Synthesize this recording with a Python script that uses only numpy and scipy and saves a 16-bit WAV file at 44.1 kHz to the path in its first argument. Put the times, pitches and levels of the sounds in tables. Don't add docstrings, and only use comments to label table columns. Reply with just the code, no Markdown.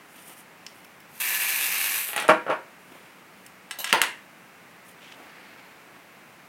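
import sys
import numpy as np
from scipy import signal
from scipy.fft import rfft, irfft, next_fast_len
from scipy.io import wavfile
from scipy.ndimage import uniform_filter1d, minimum_filter1d

SR = 44100
rng = np.random.default_rng(int(sys.argv[2]) if len(sys.argv) > 2 else 0)


def wav_out(sig):
    wavfile.write(sys.argv[1], SR, np.round(np.clip(np.atleast_2d(sig).T, -1, 1) * 32767).astype(np.int16))


N = 286024
TIME = np.arange(N) / SR
VALVE_OPEN_S, VALVE_SHUT_S = 1.199, 2.16
CHATTER_S = 0.003


def from_db(db):
    return 10 ** (np.asarray(db) / 20)


def rms_one(x):
    return x / np.sqrt(np.mean(x ** 2) + 1e-20)


def unit_energy(x):
    return x / np.sqrt(np.sum(x ** 2) + 1e-20)


def at_hz(points, hz):
    f, value = np.transpose(points)
    return np.interp(np.log(np.maximum(hz, 1)), np.log(f), value)


def noise(spectrum, size=N):
    padded = next_fast_len(size, real=True)
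    gain = from_db(at_hz(spectrum, np.arange(padded // 2 + 1) * SR / padded))
    white = rfft(rng.standard_normal(size), padded)
    return rms_one(irfft(white * gain, padded)[:size])


def drift(rate_hz):
    return np.interp(TIME * rate_hz, np.arange(20000), rng.standard_normal(20000))


def fade(t60_s):
    return from_db(-60 * TIME[:SR] / t60_s)


def ring(hz, t60_s):
    return np.sin(2 * np.pi * hz * TIME[:SR]) * fade(t60_s)


def band(x, low_hz, high_hz):
    return signal.sosfilt(signal.butter(2, [low_hz, high_hz], "band", fs=SR, output="sos"), x + 1e-18)


def soften(x, hz):
    return signal.lfilter(*signal.butter(1, hz, fs=SR), x)


def radiate(x, low_hz):
    return signal.sosfilt(signal.butter(3, low_hz, "high", fs=SR, output="sos"), x + 1e-18)


def add(out, start_s, sound):
    i = round(start_s * SR)
    out[i:i + len(sound)] += sound[:N - i]


def click(modes, body_db, crack_db, crack_hz, crack_t60_s=0.0073, edge_ratio=1.4, snap_db=-1):
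    splinters = unit_energy(rng.standard_normal(SR) * fade(crack_t60_s))
    snap = from_db(snap_db) * (np.arange(SR) == 0)
    crack = unit_energy(band(splinters + snap, crack_hz / edge_ratio, crack_hz * edge_ratio))
    body = sum(from_db(body_db + db) * ring(hz, t60) for hz, db, t60 in modes)
    return body + 2 * from_db(crack_db) * crack


def thin_rings(taps, modes, gain_db):
    out = np.zeros(N)
    for s, tap_db in taps:
        for hz, mode_db, t60 in modes:
            add(out, s, from_db(gain_db + tap_db + mode_db + rng.normal(0, 0.87)) * ring(hz, t60))
    return radiate(out, low_hz=503)


def room(x, build_s=0.00057):
    # f/Hz, level/dB
    colour = [(60, -41), (200, -1.5), (800, 6.5), (1800, 4.5), (2800, 2.5), (4000, 5), (7000, 1),
              (11000, 4), (16000, 8)]
    # f/Hz, t60/s
    decay = [(150, 0.73), (700, 0.19), (2000, 0.35), (4000, 0.29), (8000, 0.27), (15000, 0.15)]
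    edges_hz = np.geomspace(60, 19000, 10)
    tail = np.zeros(SR)
    for low, high in zip(edges_hz, edges_hz[1:]):
        tail += band(noise(colour, SR), low, high) * fade(at_hz(decay, np.sqrt(low * high)))
    onset = 1 - np.exp(-TIME[:SR] / build_s)
    return signal.fftconvolve(x, unit_energy(tail * onset))[:N]


def in_room(x, room_db, low_hz):
    return radiate(x + from_db(room_db) * room(x), low_hz)


def moving_room(x, turns_per_s=0.42):
    angle = 2 * np.pi * turns_per_s * (TIME - VALVE_OPEN_S)
    return np.cos(angle) * room(x) + np.sin(angle) * room(x)


def ventilation(air_db=-50.5, hum_db=-68, hum_band_hz=(178, 198)):
    # f/Hz, level/dB
    air = [(20, 4), (45, -14), (70, -9.5), (120, -3), (170, 0.5), (250, 0), (450, -3), (850, -2),
           (2200, -3), (2700, -6.5), (3300, -13.5), (4500, -16.5), (6500, -19), (15500, -21.5)]
    hum = rms_one(band(rng.standard_normal(N), *hum_band_hz))
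    return from_db(air_db) * noise(air) + from_db(hum_db) * hum


def rubbing(strokes, spectrum, catch_db):
    speed = sum(from_db(db) * np.exp(-2 * ((TIME - s) / length) ** 2) for s, length, db in strokes)
    return speed * from_db(catch_db * drift(130)) * noise(spectrum)


def finger_rubs():
    # f/Hz, level/dB
    skin = [(2000, -22), (3000, 5), (4000, -14), (5500, -4), (7500, -5), (9300, 5), (11500, -2.5),
            (14000, 1.5), (16000, -10)]
    table = [(100, -30), (600, -17), (1200, 2), (1800, 7), (2350, 6), (2900, 0), (3600, -6), (4400, -4),
             (6000, -17), (14000, -27)]
    # centre t/s, length/s, level/dB
    skin_strokes = [(.19, 0.16, -54), (.3, 0.056, -49.5), (.395, 0.053, -53.5), (.76, 0.14, -61),
                    (2.95, 0.24, -63), (3.42, 0.13, -65), (4.89, .05, -54.5)]
    table_strokes = [(5.3, 0.12, -57), (5.52, 0.38, -53.5)]
    return rubbing(skin_strokes, skin, catch_db=2.5) + rubbing(table_strokes, table, catch_db=1.5)


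def fabric_rubs():
    # f/Hz, level/dB
    cloth = [(120, -28), (280, 13.5), (400, 5.5), (560, 7), (1000, 7), (1600, 0.5), (2400, 1), (3300, -4),
             (4500, -15), (7000, -17), (15000, -17)]
    sleeve = [(100, -38), (1200, -3), (2200, 1), (2900, 5.5), (3500, 1), (4200, -8), (5200, -9),
              (8000, -16), (15000, -29)]
    # centre t/s, length/s, level/dB
    cloth_strokes = [(.3, 0.033, -53.5), (2.95, 0.07, -51), (5.22, 0.081, -49), (5.5, 0.9, -58.5),
                     (5.96, 0.026, -53)]
    sleeve_strokes = [(.18, 0.038, -54), (3.06, 0.12, -57.5), (3.885, 0.061, -35.5), (5.075, 0.085, -48.5)]
    return rubbing(cloth_strokes, cloth, catch_db=3) + rubbing(sleeve_strokes, sleeve, catch_db=5)


def table_bumps():
    # t/s, level/dB, t60/s
    bumps = [(2.163, -40.5, 0.58), (2.29, -25, 0.26), (3.927, -30, 0.19), (4.02, -50, .15)]
    # f/Hz, level/dB
    colour = [(20, 10), (50, -14), (100, -14.5), (200, -2), (350, -2.5), (700, -18), (2000, -50)]
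    out = np.zeros(N)
    for s, db, t60 in bumps:
        add(out, s, from_db(db) * noise(colour, SR) * fade(t60))
    return out


def finger_ticks(second_db=-3):
    # t/s, body/dB, crack/dB, crack f/Hz
    ticks = [(.296, -46, -40, 8000), (0.6654, -29, -22.5, 4660), (.847, -44, -34, 13000),
             (1.003, -48, -37.5, 12500), (3.464, -42, -29.5, 9350)]
    # f/Hz, level/dB, t60/s
    button = [(2940, 5.5, 0.0035), (4570, -8.5, .012), (5350, -4, 0.015)]
    out = np.zeros(N)
    for s, body_db, crack_db, crack_hz in ticks:
        add(out, s, click(button, body_db, crack_db, crack_hz))
        add(out, s + CHATTER_S, from_db(second_db) * click(button, body_db, crack_db, crack_hz))
    return in_room(out, room_db=-8, low_hz=1500)


def syringe_tugs(gain_db=-31, rasp_db=-1):
    # t/s, level/dB, low-pass f/Hz, t60/s
    tugs = [(3.7105, -7, 4000, 0.085), (3.7873, 0, 15000, 0.14), (3.801, 0.5, 14000, 0.11),
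            (3.8435, -17, 7000, 0.035)]
    # f/Hz, width/Hz, level/dB
    clip_modes = [(800, 430, -7.5), (1700, 300, -27), (2880, 310, -4), (3980, 400, -3), (4500, 230, -15),
                  (6240, 300, -14), (8500, 440, -10), (11450, 400, 0), (12900, 660, -1), (13650, 500, -5),
                  (15300, 900, -13)]
    out = np.zeros(N)
    for s, db, bright_hz, t60 in tugs:
        scrape = rng.standard_normal(SR) * fade(t60)
        clip = sum(from_db(level) * unit_energy(band(scrape, hz - width / 2, hz + width / 2))
                   for hz, width, level in clip_modes)
        sound = unit_energy(clip) * np.linalg.norm(scrape) + from_db(rasp_db) * scrape
        add(out, s, from_db(db + gain_db) * soften(sound, bright_hz))
    return in_room(out, room_db=-5, low_hz=298)


def syringe_click(body_db, crack_db, **crack):
    # f/Hz, level/dB, t60/s
    modes = [(1996, -0.5, 0.005), (2800, 1.5, 0.0039), (4200, -11, 0.0022)]
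    return click(modes, body_db, crack_db, **crack)


def syringe_lift(second_db=-1):
    taps = [(3.7103, -20), (3.8438, -15.5), (3.874, -27), (3.897, -25)]
    # f/Hz, level/dB, t60/s
    barrel_modes = [(1690, -12, .1), (2830, 1, 0.11), (3680, -2, 0.13), (5350, 4.5, 0.093),
                    (6500, -10, 0.22), (8100, 4, 0.12)]
    out = np.zeros(N)
    for s, db in taps:
        for touch_s, level in ((s, db), (s + CHATTER_S, db + second_db)):
            add(out, touch_s, syringe_click(level - 2, level + 1, crack_hz=5840, edge_ratio=1.6))
    barrel = thin_rings(taps, barrel_modes, gain_db=-24)
    return in_room(out, room_db=-4, low_hz=890) + barrel


def syringe_drop(rebound_s=0.021):
    # t/s, body/dB, crack/dB, crack f/Hz, clack/dB
    drops = [(3.9277, 3.5, -3.5, 7400, -6), (4.0166, 0.5, 1.5, 7100, -18.5)]
    # f/Hz, level/dB, t60/s
    clack_modes = [(560, -18, 0.0095), (987, -1, 0.015), (1430, -21, 0.014)]
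    plastic, table = np.zeros(N), np.zeros(N)
    for s, body_db, crack_db, crack_hz, clack_db in drops:
        hit = syringe_click(body_db, crack_db, crack_hz=crack_hz,
                            crack_t60_s=0.017, edge_ratio=1.78, snap_db=-10)
        clack = click(clack_modes, clack_db, clack_db - 1,
                      crack_hz=1380, crack_t60_s=0.014, edge_ratio=1.25)
        rebound = syringe_click(body_db - 26.5, crack_db - 9.5, crack_hz=1500)
        add(plastic, s, hit)
        add(table, s, clack)
        add(plastic, s + rebound_s, rebound)
    return in_room(plastic, room_db=-6.5, low_hz=910) + in_room(table, room_db=3.5, low_hz=290)


def can_rattle():
    # t/s, body/dB, crack/dB
    taps = [(2.09, -21, -38), (2.1321, -17.5, -27), (2.1631, -11.5, -14.5), (2.179, -8.5, -25),
            (2.2, -22, -17.5), (2.224, -18, -25), (2.2811, -20, -21)]
    # f/Hz, level/dB, t60/s
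    knock_modes = [(820, -50, 0.038), (1880, -8, 0.0018), (2620, 1.5, 0.0021)]
    shell_modes = [(840, 5.5, 0.1), (1924, 2, 0.17), (9350, -3, 0.034), (9400, 4, 0.039), (10200, 2, 0.032),
                   (12100, -26, 0.089)]
    out = np.zeros(N)
    for s, body_db, crack_db in taps:
        tap = click(knock_modes, body_db, crack_db, crack_hz=6600, crack_t60_s=0.018, edge_ratio=1.7)
        add(out, s, tap)
    shell = thin_rings([(s, crack_db) for s, _, crack_db in taps], shell_modes, gain_db=-17.5)
    return in_room(out, room_db=3, low_hz=380) + shell


def can_set_down(modes_db=-19, thud_db=-12, slap_db=-6, touches=3, gap_ratio=0.84, dulling=0.79):
    # t/s, level/dB, low-pass f/Hz, first gap/s, step per touch/dB
    landings = [(2.242, -18.5, 1500, .02, -11), (2.2888, 1.5, 8450, 0.0063, -3),
                (2.4651, -15.5, 1850, .0149, 1.5), (2.5001, -8.5, 3640, .0135, -2.5)]
    # f/Hz, level/dB, t60/s
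    table_modes = [(190.7, -16.5, 0.26), (320.4, -6.5, 0.23), (495, -9, 0.34), (540, -25, 0.39),
                   (630, -0.5, .22), (787, -21.5, .22), (950, -8.5, 0.3), (1100, -32, 0.19),
                   (1420, -15, 0.33), (1375, -23, 0.19), (1670, -34, .17), (2160, -14, 0.29),
                   (2277, -9.5, 0.2), (2950, -15, 0.15)]
    # f/Hz, level/dB
    thud_colour = [(60, -40), (150, -9), (250, -6), (330, -7), (430, -5), (560, -0.5), (800, -4),
                   (1400, 0.5), (2000, -11), (2700, -10), (3600, -24), (5000, -29.5), (7500, -33),
                   (10000, -26.5), (16000, -45)]
    ringing, thuds = np.zeros(N), np.zeros(N)
    modes = sum(from_db(db + modes_db) * ring(hz, t60) for hz, db, t60 in table_modes)
    slap = from_db(slap_db) * ring(hz=620, t60_s=0.01)
    for s, db, bright_hz, gap_s, step_db in landings:
        for k in range(touches):
            gain = from_db(db + k * step_db)
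            contact_hz = bright_hz * dulling ** k
            thud = from_db(thud_db) * noise(thud_colour, SR) * fade(t60_s=0.13)
            add(ringing, s, gain * soften(modes, contact_hz))
            add(thuds, s, gain * soften(thud + slap, contact_hz))
            s += gap_s * gap_ratio ** k
    return radiate(ringing, low_hz=140) + in_room(thuds, room_db=-7, low_hz=330)


def jet(eased_s, hump_hz=14000, sag_hz_per_s=1600, width_hz=1700, hump_db=-7, shade_per_s=3.5):
    # f/Hz, level/dB
    colour = [(1500, -60), (3200, -4), (4200, -7), (5500, -5.5), (6100, -2), (7400, -5), (8400, -1),
              (9500, -1), (10200, 1.5), (11400, -0.5), (12500, 2.5), (14300, -2), (15100, -11),
              (16000, -30)]
    centre_hz = hump_hz - sag_hz_per_s * np.clip(TIME - VALVE_OPEN_S, 0, 1)
    phase = 2 * np.pi * np.cumsum(centre_hz) / SR
    spread = signal.lfilter(*signal.butter(2, width_hz / 2, fs=SR), rng.standard_normal((2, N)))
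    hump = rms_one(spread[0] * np.cos(phase) + spread[1] * np.sin(phase))
    hiss = rms_one(noise(colour) + from_db(hump_db) * hump)
    shade = np.clip(shade_per_s * eased_s, 0, 1)
    return hiss - shade * band(hiss, low_hz=3800, high_hz=8600)


def spray(hiss_db=-30.15, rush_db=-32, leak_db=-20, flutter_db=0.9, sputter_db=3.5):
    # f/Hz, level/dB
    rush_colour = [(150, -46), (400, -17.5), (640, -23), (800, -13.5), (1100, -9.5), (1500, -14),
                   (1750, -1), (2000, -6.5), (2350, 0), (2750, -0.5), (3050, -14), (4000, -11.5),
                   (8000, -33)]
    hiss_sag_db_per_s, rush_sag_db_per_s = 55, 96
    eased_s = np.maximum(TIME - 1.955, 0)
    open_s = TIME - VALVE_OPEN_S
    hiss = from_db(hiss_db - hiss_sag_db_per_s * eased_s) * jet(eased_s)
    build = np.interp(open_s, [0, 0.036], [0.55, 1])
    rush = from_db(rush_db - rush_sag_db_per_s * eased_s) * build * noise(rush_colour)
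    leak = from_db(leak_db) * np.interp(open_s, [-0.12, 0], [0, 1])
    valve = np.interp(open_s, [0, 0.0035], [0, 1])
    release = np.interp(TIME, [VALVE_SHUT_S - 0.04, VALVE_SHUT_S], [1, 0])
    grain = from_db(-flutter_db * drift(52) + sputter_db * drift(1100))
    flow = np.maximum(leak, valve) * release * grain
    return radiate(flow * (hiss + rush), low_hz=90)


def scene(spray_room_db=-5):
    hiss = spray()
    can = finger_ticks() + hiss + from_db(spray_room_db) * moving_room(hiss)
    can += can_rattle() + can_set_down()
    syringe = syringe_tugs() + syringe_lift() + syringe_drop()
    hands = finger_rubs() + fabric_rubs()
    return (can + syringe + hands + table_bumps() + ventilation())[None]


def record(dry, low_cut_hz=100, high_cut_hz=16000, window_samples=13):
    allowed = 1 / np.maximum(np.abs(dry), 1)
    gain = uniform_filter1d(minimum_filter1d(allowed, window_samples), window_samples)
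    thinned = signal.sosfilt(signal.butter(2, low_cut_hz, "high", fs=SR, output="sos"), gain * dry)
    return signal.sosfilt(signal.ellip(10, 0.2, 75, high_cut_hz, fs=SR, output="sos"), thinned)


dry = scene()
out = record(dry)
wav_out(out)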